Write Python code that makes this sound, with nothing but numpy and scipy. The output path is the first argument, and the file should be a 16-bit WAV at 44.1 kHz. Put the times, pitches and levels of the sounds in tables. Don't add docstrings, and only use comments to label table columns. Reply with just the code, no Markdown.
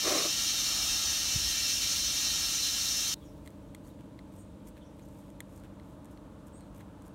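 import sys
import numpy as np
from scipy import signal
from scipy.fft import rfft, irfft, next_fast_len
from scipy.io import wavfile

SR = 44100
rng = np.random.default_rng(int(sys.argv[2]) if len(sys.argv) > 2 else 0)


def generate_wav(sig):
    pcm = np.round(np.clip(np.atleast_2d(sig).T, -1, 1) * 32767).astype(np.int16)
    wavfile.write(sys.argv[1], SR, pcm)


N = 314874
FFT_SIZE = next_fast_len(N)
TIME = np.arange(N) / SR
FREQ = np.maximum(np.arange(FFT_SIZE // 2 + 1) * SR / FFT_SIZE, 1)
AIR_OFF_S = 3.142


def from_db(db):
    return 10 ** (np.asarray(db) / 20)


def rms_one(x):
    return x / np.sqrt(np.mean(x ** 2) + 1e-20)


def colour(x, gain):
    return irfft(rfft(x, FFT_SIZE) * gain, FFT_SIZE)[:N]


def noise(spectrum, lift_db=0):
    hz, db = np.transpose(spectrum)
    spectrum_db = np.interp(np.log(FREQ), np.log(hz), db) + lift_db
    return rms_one(colour(rng.standard_normal(N), from_db(spectrum_db)))


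def drift(rate_hz):
    return rms_one(colour(rng.standard_normal(N), 1 / (1 + (FREQ / rate_hz) ** 4)))


def swell(at, length):
    return np.exp(-.5 * np.minimum(np.abs(TIME - at) / length, 10) ** 2)


def envelope(at, attack, hold, release):
    early = np.maximum(at - TIME, 0) / attack
    late = np.maximum(TIME - at - hold, 0) / release
    return np.exp(-np.minimum(.5 * early ** 2 + late ** 1.5, 50))


def ring(clicks, hz, t60):
    r, w = from_db(-60 / (t60 * SR)), 2 * np.pi * hz / SR
    return signal.lfilter([0, np.sin(w)], [1, -2 * r * np.cos(w), r * r], clicks + 1e-18)


def scatter(x, t60, wet_db):
    t = TIME[:SR // 2]
    tail = rng.standard_normal(len(t)) * np.exp(-np.log(1000) * t / t60)
    return x + from_db(wet_db) * signal.fftconvolve(x, tail / np.linalg.norm(tail))[:N]


# frequency in Hz, relative density in dB per Hz.
JET_SPECTRUM = [(300, -46.5), (1050, -31.5), (1250, -28.5), (2000, -25), (2500, -27), (3000, -20),
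                (4900, -16.5), (5900, -10.5), (7400, -19), (8500, -19), (9800, -21), (10450, -29),
                (11700, -24), (15600, -31.5)]
# centre in Hz, width in Hz, lift in dB.
RIM_RESONANCES = [(1365, 24, 11.5), (1656, 55, 8), (1798, 15, 13), (1867, 15, 14), (2120, 51, 5),
                  (2318, 36, 15.5), (2430, 91, 8.5), (2610, 21, 15), (2721, 36, 14), (2830, 144, 9.5),
                  (2970, 13.3, 14), (3076, 26, 14.5), (3190, 19, 13), (3250, 33, 11.5), (3586, 40, 11),
                  (3697, 50, 14.5), (3885, 130, 5), (4032.5, 34, 15), (4065, 21, 17.5), (4170, 18, 10.5),
                  (4348, 55, 10), (4412, 45, 13.5), (4750, 23, 5.5), (5266, 57, 14.5), (5344, 30, 12),
                  (5528, 19, 10), (5623, 94, 7), (5810, 23, 9), (6017, 24, 11), (6173, 78, 7.5),
                  (6251, 34, 8.5), (6330, 33, 5.5), (6500, 22, 5), (6800, 64, 1.5), (6730, 26, 7.5),
                  (6994, 34, 12), (7075, 26, 12)]
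# frequency in Hz, relative density in dB per Hz.
RUSH_SPECTRUM = [(300, -32), (450, -13), (750, 1.5), (1050, -5.5), (1280, 6.5), (1500, -6.5), (2500, -18.5)]
# time in seconds, level in dB before rush_db is added.
RUSH_LEVELS = [(0.55, -54), (0.78, -48.5), (1.05, -51.5), (1.4, -56), (1.8, -59), (2.1, -56), (2.4, -52.5),
               (2.7, -57.4), (3.05, -54)]
LOWER_JET_DB, TREBLE_DB = -30, -31.2
SAG_FROM_S, SAG_DB_PER_S = 1.8, 1.46


def air(flutter_db=0.48, flutter_hz=14, stop_s=0.00038, tail_db=-17, tail_s=0.0041, treble_hz=7000,
        rush_db=0.5):
    lift_db = sum(db / (1 + (2 * (FREQ - hz) / width) ** 4) for hz, width, db in RIM_RESONANCES)
    jet = noise(JET_SPECTRUM, lift_db)
    treble = colour(jet, 1 / (1 + (treble_hz / FREQ) ** 6))
    ringing = scatter(treble, t60=.09, wet_db=-3)
    sag_db = SAG_DB_PER_S * np.maximum(TIME - SAG_FROM_S, 0)
    jet = (jet - treble) * from_db(LOWER_JET_DB - sag_db) + ringing * from_db(TREBLE_DB)
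    jet = jet * from_db(flutter_db * drift(flutter_hz))
    rush = noise(RUSH_SPECTRUM) * from_db(rush_db + np.interp(TIME, *np.transpose(RUSH_LEVELS)))
    after = np.maximum(TIME - AIR_OFF_S, 0)
    closing = np.maximum(np.exp(-after / stop_s), from_db(tail_db) * np.exp(-after / tail_s))
    return (jet + rush) * closing


FIRING_HZ = 12.156
# multiple of the firing rate, rms in dB once the air is off, before wavering.
ENGINE_LINES = [(4, -66), (6, -65.5), (8, -64), (10, -66), (12, -65.5), (13, -70), (14, -64), (16, -58),
                (17, -66), (18, -67), (21, -64.5), (22, -70.5), (23, -63), (24, -59), (25, -67),
                (26, -65.5), (27, -66.5), (28, -69.5), (30, -82), (36, -70), (37, -76), (38, -70.5),
                (42, -71), (44, -75), (46, -69), (49, -70.5), (50, -76.5), (51, -70), (54, -76.5)]
# frequency in Hz, relative density in dB per Hz.
OUTDOORS_SPECTRUM = [(20, -33), (35, -9), (50, 4), (80, 2.5), (130, -1), (300, -4.5), (400, -12.5),
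                     (600, -9), (750, -19.5), (880, -10.5), (1100, -18.5), (2000, -29.5), (3600, -30),
                     (5000, -37), (8500, -35.5), (15500, -46)]


def engine_and_outdoors(wander=0.001253, waver_db=1.5, echo_spread_s=.03, floor_db=-52.5, throb_db=0.3,
                        early_db=-1.5):
    turn = 2 * np.pi * np.cumsum(FIRING_HZ * (1 + wander * drift(2.58))) / SR
    hum = np.zeros(N)
    for multiple, db in ENGINE_LINES:
        late = 2 * np.pi * FIRING_HZ * rng.normal(0, echo_spread_s)
        waver = np.interp(TIME, np.linspace(0, TIME[-1], 20), rng.standard_normal(20))
        line = np.sqrt(2) * np.cos(round(multiple) * (turn - late))
        hum += from_db(db + waver_db * waver) * line
    hum *= from_db(np.interp(TIME, [AIR_OFF_S - .01, AIR_OFF_S], [early_db, 0]))
    return hum + noise(OUTDOORS_SPECTRUM) * from_db(floor_db + throb_db * np.cos(turn))


# frequency in Hz, relative density in dB per Hz.
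WASH_SPECTRUM = [(400, -22), (750, 4), (1150, 5.5), (1600, -3), (2500, -30)]
WASH_QUIET_DB, WASH_LOUD_DB, WASH_FROM_S, WASH_RISE_S = -78, -65.5, 5.2, 0.55


def distant_wash():
    level_db = np.interp(TIME, [WASH_FROM_S, WASH_FROM_S + WASH_RISE_S], [WASH_QUIET_DB, WASH_LOUD_DB])
    return noise(WASH_SPECTRUM) * from_db(level_db)


# frequency in Hz, relative density in dB per Hz.
RUMBLE_SPECTRUM = [(20, -27), (45, 2), (70, 1), (120, -21), (300, -40.5)]


def breeze(level_db=-54):
    gust = envelope(at=0.96, attack=.7, hold=1.8, release=0.86)
    return noise(RUMBLE_SPECTRUM) * from_db(level_db) * gust


# frequency in Hz, relative density in dB per Hz.
SCUFF_SPECTRUM = [(150, -34), (290, -3), (450, -7), (600, -4.5), (780, -9.5), (920, -23), (1120, -4),
                  (1450, -17.5), (2300, -13.5), (3000, -21), (6000, -19), (15000, -32)]
# time at full strength in seconds, level in dB, then attack, hold and release in seconds.
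SCUFF_STROKES = [(0.092, -30.5, 0.029, 0.05, 0.089), (0.254, -36.5, .004, .003, 0.013)]
STROKE_FASTEST_S, STROKE_WIDTH_S, RIBS_SLOW_HZ, RIBS_FAST_HZ = .13, .042, 325, 615


def scuff(grain_db=1.3, grain_hz=110, zip_db=-8, zip_width_hz=25, zip_attack_s=.02):
    force = sum(from_db(db) * envelope(s, attack, hold, release)
                for s, db, attack, hold, release in SCUFF_STROKES)
    speed = swell(STROKE_FASTEST_S, STROKE_WIDTH_S)
    ribs_hz = RIBS_SLOW_HZ + (RIBS_FAST_HZ - RIBS_SLOW_HZ) * speed
    phase = 2 * np.pi * np.cumsum(ribs_hz) / SR
    ribs = drift(zip_width_hz) * np.cos(phase) + drift(zip_width_hz) * np.sin(phase)
    singing = np.clip(1 + (TIME - STROKE_FASTEST_S) / zip_attack_s, 0, 1)
    rubbing = noise(SCUFF_SPECTRUM) + from_db(zip_db) * ribs * singing
    return rms_one(rubbing * from_db(grain_db * drift(grain_hz))) * force


# centre in seconds, peak in dB, frequency in Hz, bell length in seconds.
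MICROPHONE_BUMPS = [(0.919, -42, 42, 0.017), (1.362, -23.5, 97, 0.0029), (1.372, -34, 55, 0.016),
                    (1.427, -38, 75, 0.01), (1.468, -37, 58, 0.017)]


def bumps():
    return sum(from_db(db) * swell(s, length) * np.cos(2 * np.pi * hz * (TIME - s))
               for s, db, hz, length in MICROPHONE_BUMPS)


def note(s, length, start_hz, end_hz, quaver):
    along = np.clip((TIME - s) / length, 0, 1)
    hz = (end_hz + (start_hz - end_hz) * (1 - along) ** 2) * (1 + quaver)
    return np.sin(np.pi * along) * np.sin(2 * np.pi * np.cumsum(hz) / SR)


# start in seconds, length in seconds, end pitch in Hz, level in dB.
BIRD_CHIPS = [(3.142, .055, 3770, -67), (3.207, .042, 3300, -61.5), (3.235, .09, 5500, -68),
              (3.233, .05, 6660, -69), (3.842, .022, 4400, -69), (3.895, .027, 3850, -67),
              (4.803, 0.046, 3300, -63.5), (4.82, .1, 5600, -71), (5.015, .03, 6250, -67),
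              (5.585, .025, 4300, -72), (6.6, 0.032, 4150, -69)]
# start in seconds, length in seconds, pitch in Hz, slide in Hz, upper voice's level in dB.
BIRD_WHISTLES = [(4.36, .086, 8750, 150, -63), (6.52, .08, 8660, 650, -62)]
CHIP_FALL, CHIP_HOARSENESS, WHISTLE_HOARSENESS = 0.074, 0.051, 0.0082
SECOND_VOICE_HZ, SECOND_VOICE_DB, SECOND_VOICE_LATE_S = 6800, -8, .015


def birds(quaver_hz=500, trees_t60=0.5, trees_db=-6, husk_db=-5, husk_hz=7950, husk_hoarseness=.05):
    quaver = drift(quaver_hz)
    whistle_quaver = WHISTLE_HOARSENESS * quaver
    out = np.zeros(N)
    for s, length, hz, db in BIRD_CHIPS:
        out += from_db(db) * note(s, length, hz * (1 + CHIP_FALL), hz, CHIP_HOARSENESS * quaver)
    for s, length, hz, slide_hz, db in BIRD_WHISTLES:
        upper = note(s, length, hz - slide_hz, hz, whistle_quaver)
        lower = note(s + SECOND_VOICE_LATE_S, length, SECOND_VOICE_HZ, SECOND_VOICE_HZ, whistle_quaver)
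        husk = note(s, length, husk_hz, husk_hz, husk_hoarseness * quaver)
        out += from_db(db) * (upper + from_db(SECOND_VOICE_DB) * lower + from_db(husk_db) * husk)
    return scatter(out, t60=trees_t60, wet_db=trees_db)


# frequency in Hz, relative density in dB per Hz.
CLOTH_SPECTRUM = [(1500, -16.5), (3500, -24), (5000, -4), (7000, 1.5), (9300, 2.5), (10500, -3), (12000, 2),
                  (15500, -8)]
# frequency in Hz, relative density in dB per Hz.
RASP_SPECTRUM = [(800, -15), (1700, 2.5), (2300, -2), (3500, -5), (5000, -22), (9000, -21)]
# centre in seconds, bell length in seconds, level in dB.
HAND_TURNS = [(3.266, .025, -73), (3.47, .015, -71), (3.878, .025, -66), (4.37, .04, -68),
              (4.679, .014, -59), (5.152, 0.11, -69.5), (5.554, .045, -67), (5.897, .04, -73),
              (6.12, .011, -70), (6.478, .009, -62.5), (6.773, 0.015, -65), (7.065, .018, -68)]
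# centre in seconds, level in dB.
FIRM_GRIPS = [(3.47, -69), (4.0, -67), (4.775, -65), (5.65, -63.5), (6.805, -61.5)]
GRIP_S, SWISH_UNDER_GRIP_DB, RASP_UNDER_SWISH_DB = 0.012, -7.5, -9


def sleeve(grain_db=4.5, grain_hz=300, patch_db=1.5, patch_hz=40):
    turns = sum(from_db(db) * swell(s, length) for s, length, db in HAND_TURNS)
    grips = sum(from_db(db) * swell(s, GRIP_S) for s, db in FIRM_GRIPS)
    swish = turns + from_db(SWISH_UNDER_GRIP_DB) * grips
    rasp = grips + from_db(RASP_UNDER_SWISH_DB) * turns
    cloth = noise(CLOTH_SPECTRUM)
    fine = colour(cloth, 1 / (1 + (10000 / FREQ) ** 10))
    coarse = cloth - fine
    cloth = sum(part * rms_one(from_db(patch_db * drift(patch_hz))) for part in (coarse, fine))
    grain = rms_one(from_db(grain_db * drift(grain_hz)))
    return (swish * cloth + rasp * noise(RASP_SPECTRUM)) * grain


HANDLING_FROM_S, FAINT_TICKS_PER_S, FAINT_TICK_DB, FAINT_TREBLE_DB = 3.4, 1.6, -53.5, -3


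def faint_ticks():
    count = int(FAINT_TICKS_PER_S * (TIME[-1] - HANDLING_FROM_S))
    times = rng.uniform(HANDLING_FROM_S, TIME[-SR // 10], count)
    return [(s, FAINT_TICK_DB, FAINT_TREBLE_DB) for s in times]


# time in seconds, strength in dB before level_db, treble in dB against neutral_treble_db.
CLICKS = [(3.461, -45, -9), (3.4756, -35.5, -12), (3.7487, -35.5, -8), (4.191, -39, -23), (4.6744, -51, -1),
          (4.7691, -48, -19), (4.995, -44, -17), (5.4048, -28.5, -10), (5.7984, -44, -22), (6.046, -53, -3),
          (6.175, -43, -27), (6.81, -48, -28)]
# frequency in Hz, relative level in dB, 60 dB decay in seconds.
CAP_MODES = [(1780, -18, 0.0013), (2150, 0.5, 0.0054), (2530, -6, 0.0053), (3370, -4.5, 0.0053),
             (4100, -5, 0.0044), (7700, -7, 0.0016), (8870, 1.5, 0.0015), (11400, -1, 0.0015)]


def cap_ticks(level_db=-8, neutral_treble_db=-13, slip_s=0.00089, slip_share=0.48):
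    s, strength_db, treble_db = np.transpose(list(CLICKS) + faint_ticks())
    slip = s + slip_s * rng.uniform(.6, 1.2, len(s))
    out = np.zeros(N)
    for hz, mode_db, t60 in CAP_MODES:
        brightness_db = (treble_db - neutral_treble_db) * (hz > 6000)
        chance_db = rng.normal(0, 1, len(s))
        size = from_db(strength_db + level_db + mode_db + brightness_db + chance_db)
        clicks = np.zeros(N)
        clicks[(s * SR).astype(int)] = size
        clicks[(slip * SR).astype(int)] += slip_share * size
        out += ring(clicks, hz, t60)
    out = signal.sosfilt(signal.butter(2, [1400, 13000], "band", fs=SR, output="sos"), out)
    return scatter(out, t60=0.019, wet_db=-4.5)


def scene():
    mono = air() + engine_and_outdoors() + distant_wash() + breeze()
    mono = mono + scuff() + bumps() + birds() + sleeve() + cap_ticks()
    return np.stack([mono, mono])


def record(dry, cutoff_hz=15800):
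    return signal.sosfilt(signal.ellip(12, .1, 80, cutoff_hz, fs=SR, output="sos"), dry)


dry = scene()
out = record(dry)
generate_wav(out)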